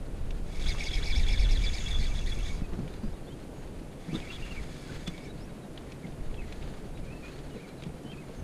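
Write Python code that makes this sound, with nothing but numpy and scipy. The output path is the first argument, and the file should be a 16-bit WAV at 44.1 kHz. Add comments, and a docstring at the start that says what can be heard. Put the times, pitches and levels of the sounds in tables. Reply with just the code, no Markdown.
"""Fishing reel cranked on a boat

A baitcasting reel is cranked close to the microphone, on a quiet river. Its gear whine is a sine at the
tooth-meshing rate with lower and upper partners, swept by each push and rung through the frame's resonances.
Squeals, pings and a bearing whistle are sines; ticks, rattles, line hiss and scrapes are shaped noise; knocks
mix both. A slower spell of cranking follows the fast one. Gliding sines make the faint birds on the bank and
one rising reel whine at 4.89 s; coloured noise makes the wind rumble, the low roar and the far hiss."""
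import sys
import numpy as np
from scipy import signal
from scipy.fft import rfft, irfft, next_fast_len
from scipy.io import wavfile
from scipy.ndimage import uniform_filter1d

SR = 44100
rng = np.random.default_rng(int(sys.argv[2]) if len(sys.argv) > 2 else 0)


def inscribe(sig):
    """Save sig as 16-bit PCM at rate SR to the path in sys.argv[1].

    A 1-D sig is mono; a 2-D sig holds one channel per row.
    Samples are clipped to [-1, 1] before scaling.
    """
    pcm = np.round(np.clip(np.atleast_2d(sig).T, -1, 1) * 32767)
    wavfile.write(sys.argv[1], SR, pcm.astype(np.int16))


N = 371763
T = np.arange(N) / SR  # s
BINS_HZ = abs(np.fft.fftfreq(8192, 1 / SR))

# pushes on the handle: full_speed_s, hold_s, mesh_hz, coast_s (to 1/e)
PUSHES = [(0.613, 0.018, 3590, 0.026), (.684, 0.0055, 5240, 0.035), (.804, 0.011, 5454, 0.047),
          (0.843, 0.017, 6140, .028), (0.933, 0.03, 5287, .04), (1.048, .016, 5600, .035),
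          (1.088, 0.016, 5283, 0.03), (1.165, 0.019, 5500, 0.058), (1.286, 0.0027, 6475, 0.021),
          (1.307, 0.03, 5230, 0.029), (1.394, .018, 5440, 0.044), (1.51, 0.011, 5474, 0.061),
          (1.635, 0.0083, 5040, .05), (1.742, .008, 5170, 0.068), (1.891, 0.0044, 5170, .034),
          (2.002, .052, 4365, 0.026), (2.1, .01, 2700, .04), (2.168, 0.0057, 4425, .022),
          (2.275, 0.023, 4237, .04), (2.406, 0.011, 2916, .03), (2.461, .018, 3810, 0.021),
          (4.155, 0.0076, 3750, .045), (4.215, 0.015, 2450, 0.086), (4.3, .02, 2787, .04),
          (4.33, 0.033, 3394, 0.032), (4.409, 0.12, 2750, .075), (5.101, 0.17, 2250, 0.072)]
# gear sound level, set by force on the handle, fast and slow spell: time_s, level_db
FAST_FORCE = [(0.45, -63.5), (.56, -49), (.66, -41.5), (1.35, -40.5), (1.751, -42.5), (2.02, -44.5),
              (2.12, -46), (2.3, -47), (2.51, -48.5), (2.579, -52.5), (2.7, -79)]
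SLOW_FORCE = [(3.999, -60), (4.125, -52.5), (4.155, -48.5), (4.58, -52.5), (4.658, -54), (4.95, -56),
              (5.261, -55.5), (5.35, -80)]
# meshing rate between pushes, time to speed up (to 1/e)
FAST_IDLE_HZ, FAST_RISE_S = 2230, .019
SLOW_IDLE_HZ, SLOW_RISE_S = 1706, .035
# pitch of the lower whine and of the grinding, as shares of the meshing rate
LOW_MESH, GRIND_MESH = .46, .76
# reel frame resonances: pitch_hz, width_hz (near the -3.7 dB points), relative_db
FRAME = [(2240, 150, 1), (2344, 72, -0.5), (2673, 16, 3), (3297, 40, -0.5), (3415, 60, 6.5),
         (3656, 62, 2.5), (3935, 230, -4.5), (4160, 41, -2.5), (4527, 47, -0.5), (4820, 45, 0.5),
         (5306, 120, -4.5), (5260, 1150, -8.5), (6050, 45, 0), (6500, 35, -1.5), (6640, 480, -5)]
# reel radiation beside the resonances: freq_hz, relative_db
SHELL = [(300, -63), (700, -9.5), (1400, -15), (1900, -8), (2900, -12.5), (5000, -13), (5800, -44),
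         (7500, -15.5), (9700, -19), (11200, -27.5), (13500, -32), (15000, -39)]
# gears catch and squeal: start_s, length_s, level_db, pitch_hz
SQUEALS = [(0.697, 0.03, -43, 2200), (.722, 0.012, -49, 3430), (0.807, 0.01, -41, 2330),
           (0.827, .015, -46, 2280), (0.863, 0.031, -43.5, 2230), (0.887, 0.012, -39.5, 3440),
           (0.935, 0.012, -38.5, 3360), (0.967, 0.027, -43, 2225), (1.074, 0.023, -45, 2313),
           (1.112, 0.015, -42, 2250), (1.124, 0.044, -43.5, 3450), (1.158, .014, -39, 2282),
           (1.285, 0.011, -35.5, 3384), (1.328, .008, -40, 5160), (1.379, .009, -42, 3400),
           (1.64, .014, -44, 2300), (1.663, 0.038, -39, 3484), (1.861, 0.022, -40, 3410),
           (1.893, .02, -55, 2227), (1.909, 0.022, -40.5, 3470), (1.94, 0.046, -40, 3440),
           (2.113, 0.027, -49.5, 2333), (2.21, .03, -54, 2702), (2.316, 0.027, -46, 3430),
           (2.388, 0.027, -55, 2690), (2.427, .018, -50, 3430), (2.458, .022, -54, 3440),
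           (2.491, 0.045, -51, 2230), (4.152, 0.017, -44, 3620), (4.228, 0.028, -54, 2250),
           (4.301, .02, -45.5, 2686), (4.424, 0.031, -48, 2770), (4.507, .04, -50, 2730),
           (4.565, 0.037, -51, 2270), (5.065, 0.04, -46, 3480)]
# bearing whistle, mean course: time_s, pitch_hz, level_db
BEARING = [(1.5, 6800, -75), (1.65, 6745, -52.5), (1.78, 6644, -50.5), (2.05, 6550, -59.5),
           (2.52, 6470, -57), (2.65, 6500, -97)]
# spool pings, gain on the rim modes: start_s, gain_db
PINGS = [(2.262, -56), (2.294, -50), (2.334, -51), (2.388, -51), (2.46, -58)]
# spool rim modes: pitch_hz, relative_db, t60_s
RIM = [(10420, -2, 0.038), (14300, -9, 0.023)]
# reel ticks: start_s, peak_db, treble_db (reached at 6.5 kHz)
TICKS = [(0.3065, -36.5, -12), (0.722, -40, 1), (0.8034, -38, -10), (2.878, -39.5, -24), (2.938, -40, -15),
         (4.201, -35, -19), (5.075, -30, -7), (5.078, -31, -8), (5.1786, -37.5, -22), (5.7762, -33.5, -20),
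         (5.9202, -37, -15), (6.067, -43, -22), (6.122, -48, -19), (6.3425, -39.5, -27),
         (6.524, -35.5, -11), (6.625, -36, -27), (6.737, -50, -30), (6.975, -41, -12), (7.39, -43, -14),
         (7.8223, -38.5, -23), (7.836, -35, -14), (7.858, -54, -23), (8.034, -49, -6), (8.117, -41, -16)]
# tick spectrum: freq_hz, relative_db
TICK_COLOUR = [(500, -13), (1500, -20.5), (2400, -9), (3500, -11), (4800, -14), (7000, -11), (10000, -25),
               (15000, -37)]
# chance of small rattles: time_s, clicks_per_s
RATTLE_RATE = [(0, 3), (2.5, 8), (3.2, 3), (4, 8), (4.3, 40), (5.2, 30), (5.4, 6), (6, 22), (6.9, 20),
               (8.43, 14)]
# line through the rod guides: middle_s, length_s, level_db
LINE_RUNS = [(2.7, 0.65, -62.5), (4.325, 0.16, -54), (4.521, 0.21, -55.5), (4.763, 0.13, -60.5),
             (4.923, 0.23, -55), (5.245, 0.42, -67), (6.678, 0.26, -56), (7.313, 0.27, -57.5),
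             (7.596, 0.14, -63), (8.34, 0.28, -61)]
LINE_REST_DB = -63.5
# wet line hiss spectrum: freq_hz, relative_db
LINE_COLOUR = [(600, 0), (1500, 14), (2300, 8.5), (3000, 7), (4500, 7.5), (5600, -5), (6700, 3),
               (9000, -17), (11000, -21), (15000, -13.5)]
# dull knocks of hands and rod: start_s, peak_db (before the common trim), pitch_hz
KNOCKS = [(2.617, -22.5, 127), (2.73, -28, 185), (2.789, -23.5, 128), (2.829, -30.5, 132),
          (3.034, -25.5, 212.7), (4.082, -25, 164), (4.129, -23.5, 323), (4.145, -23, 195.2),
          (4.915, -31.5, 153), (5.077, -25, 175.5), (6.041, -28.5, 171), (7.562, -28.5, 471),
          (7.864, -26.5, 181), (8.047, -31, 222)]
# spectrum of the rub in a knock: freq_hz, relative_db
KNOCK_COLOUR = [(60, -28), (150, 13.5), (350, 0.5), (600, -21), (1200, -19.5), (2500, -36), (6000, -37),
                (12000, -80)]
# hand scrapes on the grip: start_s, length_s, level_db
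SCUFFS = [(2.605, 0.023, -51.5), (2.711, 0.05, -49), (4.126, 0.067, -46.5), (4.887, 0.054, -53)]
# scrape spectrum: freq_hz, relative_db
SCUFF_COLOUR = [(150, -28), (350, 20), (700, -3), (1200, 5.5), (2200, -6), (4000, -12), (9000, -39)]
# gliding whistles, birds on the bank and one rising reel whine at 4.89 s:
# start_s, length_s, level_db (before flutter and echo), start_hz, middle_hz, end_hz
WHISTLES = [(2.62, 0.045, -60.5, 2700, 2520, 2600), (2.9, 0.04, -67.0, 3400, 3700, 4150),
            (2.98, 0.14, -72.5, 4700, 4800, 4950), (3.118, 0.025, -74.5, 5100, 5450, 5500),
            (3.13, 0.035, -67.5, 3850, 3700, 3750), (3.245, 0.028, -70.0, 4150, 4400, 4450),
            (3.266, 0.034, -63.0, 3300, 3520, 3560), (3.298, 0.048, -64.0, 2900, 3180, 3220),
            (3.535, 0.11, -72.5, 6680, 6620, 6560), (4.89, 0.04, -53.0, 1400, 1640, 1780),
            (5.223, 0.054, -66, 4650, 5400, 6500), (5.27, 0.04, -60.5, 1750, 1620, 1400),
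            (5.27, 0.048, -61.5, 3350, 3780, 3800), (5.398, 0.062, -66.5, 4800, 5350, 5850),
            (5.465, 0.04, -66.0, 2640, 2500, 1900), (5.47, 0.03, -62.0, 1700, 1580, 1400),
            (5.485, 0.035, -69, 3650, 3800, 4050), (5.618, 0.035, -66.5, 3900, 3850, 3550),
            (6.03, 0.028, -58.0, 2290, 2200, 1970), (6.245, 0.035, -69, 3620, 3750, 3820),
            (6.362, 0.025, -63.5, 3320, 3280, 2700), (6.376, 0.037, -53.0, 2710, 2600, 2450),
            (6.41, 0.045, -61.5, 2200, 2000, 1700), (6.47, 0.055, -66, 2120, 1930, 1800),
            (6.945, 0.045, -63.5, 3700, 3870, 3600), (7.02, 0.058, -64.5, 2420, 2270, 1800),
            (7.072, 0.028, -60.5, 2480, 2380, 2300), (7.102, 0.042, -55.5, 2420, 2580, 2560),
            (7.153, 0.025, -62.0, 2600, 2660, 2640), (7.185, 0.035, -64.5, 2560, 2600, 2680),
            (7.22, 0.085, -55.5, 2470, 2450, 2620), (7.325, 0.03, -65, 4050, 4300, 4400),
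            (7.505, 0.045, -63.5, 2850, 2920, 2920), (7.54, 0.065, -64.5, 4100, 3980, 3820),
            (7.542, 0.036, -59.0, 2900, 2630, 2100), (7.583, 0.04, -60.0, 2170, 2330, 2650),
            (7.628, 0.032, -60.5, 2380, 2310, 2100), (7.668, 0.055, -63.5, 2280, 2350, 2230),
            (7.672, 0.035, -68.0, 3920, 4010, 4030), (7.773, 0.028, -66.5, 4160, 4030, 3820),
            (8.04, 0.055, -61.5, 2940, 3020, 3030), (8.085, 0.045, -56.0, 3030, 3170, 3080),
            (8.12, 0.033, -56.5, 2800, 2520, 2120), (8.168, 0.042, -59.5, 2430, 2550, 2470),
            (8.208, 0.03, -63.5, 2250, 2150, 1900), (8.356, 0.059, -66, 6400, 6400, 6200)]
# wind strength at the microphone, before gusts: time_s, level_db
WIND = [(0, -31), (.16, -31.5), (.48, -39.5), (.72, -27.5), (1.35, -26), (1.8, -29), (2.6, -35), (3.2, -39),
        (3.85, -48), (4.4, -40), (5.1, -44), (5.5, -48.5), (5.9, -53), (6.2, -41.5), (6.34, -35.5),
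        (6.45, -40), (6.8, -39.5), (7.4, -45.5), (7.75, -52), (8.34, -48), (8.43, -27.5)]
# large wind eddies, spectrum: freq_hz, relative_db
BUFFET = [(4, -9), (16, 1.5), (27, -1), (40, -3), (55, -11.5), (80, -19.5), (160, -49), (600, -110)]
# smaller eddies on each gust, spectrum: freq_hz, relative_db
FLUTTER = [(25, -17.5), (50, 0), (80, 4), (110, -2), (160, -12.5), (260, -18), (600, -101)]
# low roar over the river, spectrum: freq_hz, relative_db
ROAR_COLOUR = [(70, -23), (105, -13), (135, 2), (200, -4), (300, -6), (450, -9), (700, -15.5), (1100, -26),
               (2000, -42), (5000, -86)]
# far hiss, spectrum: freq_hz, relative_db
AIR_COLOUR = [(300, 1), (900, -1), (1500, -3), (2500, -4.5), (4000, -11.5), (6000, -13), (8000, -12),
              (10000, -11), (11500, -17.5), (13500, -20), (15000, -46)]
ROAR_DB, AIR_DB = -44.5, -57.5
EDGE_HZ = 15310


def amp(db):
    """Decibels to gain."""
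    return 10 ** (np.asarray(db) / 20)


def evened(x):
    """Scales to rms 1."""
    return x / np.sqrt(np.mean(x ** 2) + 1e-20)


def curve(rows):
    """Joins (time_s, value) rows by straight lines."""
    return np.interp(T, *np.transpose(rows))


def add(mix, start_s, sound):
    """Mixes a sound in at start_s."""
    part = mix[max(round(start_s * SR), 0):][:len(sound)]
    part += sound[:len(part)]


def shape(points):
    """Gain per bin from (freq_hz, db) points, straight in log frequency."""
    hz, db = np.transpose(points)
    return amp(np.interp(np.log(BINS_HZ + 1), np.log(hz), db))


def causal(x, gain):
    """Minimum-phase filter with the given gain per bin."""
    spectrum = np.exp(np.conj(signal.hilbert(np.log(gain + 1e-6))))
    taps = np.fft.ifft(spectrum).real
    return signal.oaconvolve(x, taps[:len(taps) // 2])[:len(x)]


def colour(x, points):
    """Filters x to the (freq_hz, db) shape."""
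    return causal(x, shape(points))


def noise(points):
    """Coloured noise of rms 1."""
    return evened(colour(rng.standard_normal(N), points))


def wander(rate_hz):
    """Smooth random drift of rms 1, 12 dB down at rate_hz."""
    size = next_fast_len(N)
    hz = np.fft.rfftfreq(size, 1 / SR)
    lowpass = 1 / (1 + (hz / rate_hz) ** 2) ** 2
    return evened(irfft(rfft(rng.standard_normal(size)) * lowpass, size)[:N])


def meshing(idle_hz, rise_s, roundness=1.2):
    """Meshing rate in Hz: each push speeds the gears up, holds them, lets them coast back."""
    surges = []
    for s, hold_s, hz, coast_s in PUSHES:
        away = np.maximum((s - T) / rise_s, (T - s - hold_s) / coast_s)
        surges.append((hz - idle_hz) * np.exp(-np.clip(away, 0, 8) ** roundness))
    return idle_hz + np.maximum(np.max(surges, 0), 0)


def frame(x, shell_db):
    """Rings the fixed resonances of the reel frame over the broad sound of its shell."""
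    power = (amp(shell_db) * shape(SHELL)) ** 2
    for hz, width_hz, db in FRAME:
        power = power + amp(db) ** 2 / (1 + ((BINS_HZ - hz) / (0.69 * width_hz)) ** 2) ** 2
    return causal(x, np.sqrt(power))


def gears(mesh_hz, force, rattle_db, half_db, octave_db, hum_db, jitter, push, grit_db, shell_db,
          slip_db, slip_hz, bite_hz, wobble, grind_db):
    """Uneven teeth whine at the meshing rate and rattle; both sweep through the frame resonances."""
    phase = 2 * np.pi * np.cumsum(mesh_hz * (1 + jitter * wander(452.7))) / SR
    shaft = phase / 7
    # the teeth keep losing contact
    whine = np.sin(phase) * evened(amp(slip_db * np.tanh(2 * wander(slip_hz))))
    # an off-centre wheel throws ragged side tones
    whine *= 1 + wobble * np.sin(shaft + 2 * wander(140))
    whine += amp(octave_db) * np.sin(2 * phase + 3.3 * wander(780))
    # fitful grinding below the whine
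    grind = np.sin(GRIND_MESH * phase + 5 * wander(257)) * evened(amp(5.8 * wander(86)))
    whine += amp(grind_db) * grind
    # slow teeth mostly rattle
    whine *= np.minimum(mesh_hz / bite_hz, 1) ** 3
    # a slower wheel whines lower
    low_whine = np.sin(LOW_MESH * phase + 1.13 * wander(450)) * amp(3.34 * wander(81))
    whine += amp(half_db) * low_whine
    # the wheel itself hums below
    whine += amp(hum_db) * np.sin(shaft + wander(150))
    # as the hand slows, the whine sinks into the rattle
    pace_hz = uniform_filter1d(mesh_hz, size=14000)
    whine *= pace_hz / pace_hz.max()
    rattle = evened(rng.standard_normal(N) * amp(grit_db * wander(1500)))
    # louder on each push
    drive = (whine + amp(rattle_db) * rattle) * (mesh_hz / uniform_filter1d(mesh_hz, size=7000)) ** push
    sound = frame(drive, shell_db)
    # level out slow swells, then follow the force
    sound /= np.sqrt(uniform_filter1d(sound ** 2, size=10000) + 1e-12)
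    in_spell = (T > force[0][0]) & (T < force[-1][0])
    turning = uniform_filter1d(1. * in_spell, size=1500)
    return sound * amp(curve(force)) * turning


def squeals(waver=0.019):
    """Short, nearly pure squeals near frame resonances as the gears catch."""
    out, unsteady = np.zeros(N), 1 + waver * wander(340)
    for s, length_s, db, hz in SQUEALS:
        # catches quickly, lets go slowly
        swell = np.sin(np.pi * np.sqrt(np.linspace(0, 1, int(length_s * SR))))
        phase = 2 * np.pi * np.cumsum(hz * unsteady[int(s * SR):][:len(swell)]) / SR
        add(out, s, amp(db) * evened(swell * np.sin(phase)))
    return out


def bearing(waver=0.056):
    """The spool bearing sings: a thin high sine, fuzzed by random pitch and level."""
    s, hz, db = np.transpose(BEARING)
    pitch_hz = np.interp(T, s, hz) * (1 + waver * wander(496.4))
    phase = 2 * np.pi * np.cumsum(pitch_hz) / SR
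    level_db = np.interp(T, s, db) + 3.04 * wander(90.4)
    return np.sin(phase) * amp(level_db) * (T > s[0]) * (T < s[-1])


def pings():
    """The spool rim rings briefly in very high decaying modes."""
    out, t = np.zeros(N), np.arange(SR // 12) / SR
    ring = sum(amp(db - 60 * t / t60_s) * np.sin(2 * np.pi * hz * t) for hz, db, t60_s in RIM)
    for s, db in PINGS:
        add(out, s, amp(db) * ring)
    return out


def ticks(t60_s=0.034, ring_t60_s=0.054, ring_db=-19):
    """Short noise snaps inside the reel, faintly ringing the frame's strongest resonance."""
    out, t = np.zeros(N), np.arange(SR // 12) / SR
    ring_hz = max(FRAME, key=lambda mode: mode[2])[0]
    ring = np.sin(2 * np.pi * ring_hz * t) * amp(-60 * t / ring_t60_s)
    for s, db, treble_db in TICKS:
        snap = colour(rng.standard_normal(len(t)) * amp(-60 * t / t60_s), TICK_COLOUR)
        snap = colour(snap, [(3800, 0), (6500, treble_db)])
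        tick = snap / abs(snap).max() + amp(ring_db) * ring
        add(out, s, amp(db) * tick / abs(tick).max())
    return out


def rattles(gain_db=-35, spread_db=3, t60_s=0.017):
    """Loose parts of the reel click faintly at random: decaying noise through the frame."""
    loudness_db = spread_db * np.minimum(rng.exponential(1, N), 2)
    clicks = (rng.random(N) < curve(RATTLE_RATE) / SR) * amp(loudness_db)
    t = np.arange(SR // 30) / SR
    bursts = signal.oaconvolve(clicks, amp(-60 * t / t60_s))[:N] * rng.standard_normal(N)
    dulled = colour(bursts, [(2300, -6.0), (4500, -22.0), (9000, -28)])
    return amp(gain_db) * frame(dulled, 2.3)


def line():
    """Wet line hisses unevenly through the guides, swelling and fading with each run."""
    power = amp(LINE_REST_DB) ** 2
    for s, length_s, db in LINE_RUNS:
        power = power + amp(db) ** 2 * np.exp(-np.minimum((2 * (T - s) / length_s) ** 2, 20))
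    return noise(LINE_COLOUR) * np.sqrt(power) * amp(2.7 * wander(40))


def knocks(scuff=0.84, trim_db=-2, t60_s=0.13, attack_s=0.00051):
    """A damped low thud with a scuff of skin on the grip."""
    out, t = np.zeros(N), np.arange(SR // 5) / SR
    envelope = amp(-60 * t / t60_s) * (1 - np.exp(-t / attack_s))
    for s, db, hz in KNOCKS:
        rub = evened(colour(rng.standard_normal(len(t)), KNOCK_COLOUR))
        thud = (np.sin(2 * np.pi * hz * t) + scuff * rub) * envelope
        add(out, s, amp(db + trim_db) * thud / abs(thud).max())
    return out


def scuffs(grain_db=3):
    """The shifting hand scrapes briefly: swells of grainy coloured noise."""
    swell = np.zeros(N)
    for s, length_s, db in SCUFFS:
        add(swell, s, amp(db) * evened(np.sin(np.linspace(0, np.pi, int(length_s * SR)))))
    return swell * evened(noise(SCUFF_COLOUR) * amp(grain_db * wander(400)))


def whistles(waver=0.014, echo_db=-4, echo_t60_s=0.08, flutter_db=2.5):
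    """Gliding sines, birds and one reel whine, all smeared by a short tail like scatter in trees."""
    out, unsteady = np.zeros(N), 1 + waver * wander(490)
    for s, length_s, db, *pitches_hz in WHISTLES:
        u = np.linspace(0, 1, int(length_s * SR))
        glide_hz = np.polyval(np.polyfit([0, .5, 1], pitches_hz, 2), u)
        glide_hz = glide_hz * unsteady[int(s * SR) - len(u):int(s * SR)]
        tone = np.sin(2 * np.pi * np.cumsum(glide_hz) / SR)
        add(out, s, amp(db) * evened(tone * np.sqrt(u * (1 - u))))
    out *= evened(amp(flutter_db * wander(180)))
    t = np.arange(SR // 2) / SR
    tail = rng.standard_normal(len(t)) * amp(-60 * t / echo_t60_s)
    return out + amp(echo_db) * signal.oaconvolve(out, tail / np.linalg.norm(tail))[:N]


def wind(flutter_db=-47, follow=0.63, gust_db=5.5, gust_hz=7):
    """Large eddies buffet the microphone with each gust; smaller ones swell less."""
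    wind_db = curve(WIND) + gust_db * np.tanh(wander(gust_hz))
    eddies = noise(BUFFET)
    eddies /= np.sqrt(uniform_filter1d(eddies ** 2, size=6000) + 1e-9)
    small_db = flutter_db + follow * (wind_db - wind_db.mean())
    return eddies * amp(wind_db) + noise(FLUTTER) * amp(small_db)


def river_air():
    """A lumpy low roar of breeze and water under a smooth far hiss, both coloured noise."""
    roar_db = ROAR_DB + 0.14 * wander(29.0) + 0.98 * wander(70)
    return noise(ROAR_COLOUR) * amp(roar_db) + amp(AIR_DB) * noise(AIR_COLOUR)


def scene():
    """The reel, the whistles and the weather, in one channel."""
    fast = gears(meshing(FAST_IDLE_HZ, FAST_RISE_S), FAST_FORCE,
                 rattle_db=.3, half_db=-2.7, octave_db=-7, hum_db=-8, grind_db=-4.5,
                 jitter=.042, push=.6, grit_db=3.2, shell_db=3.5,
                 slip_db=7.5, slip_hz=115, bite_hz=3400, wobble=.6)
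    slow = gears(meshing(SLOW_IDLE_HZ, SLOW_RISE_S), SLOW_FORCE,
                 rattle_db=-3.5, half_db=-15, octave_db=-20, hum_db=-22, grind_db=-13,
                 jitter=.045, push=1.0, grit_db=2.5, shell_db=6.5,
                 slip_db=5.5, slip_hz=70, bite_hz=2300, wobble=.7)
    reel = fast + slow + squeals() + bearing() + pings() + ticks() + rattles()
    handling = line() + knocks() + scuffs()
    return (reel + handling + whistles() + wind() + river_air())[None]


def record(dry):
    """The recorder's band limit: a steep low-pass at EDGE_HZ."""
    taps = signal.firwin(511, EDGE_HZ, window=("kaiser", 9), fs=SR)
    return signal.oaconvolve(dry, taps[None], "same")


dry = scene()
out = record(dry)
inscribe(out)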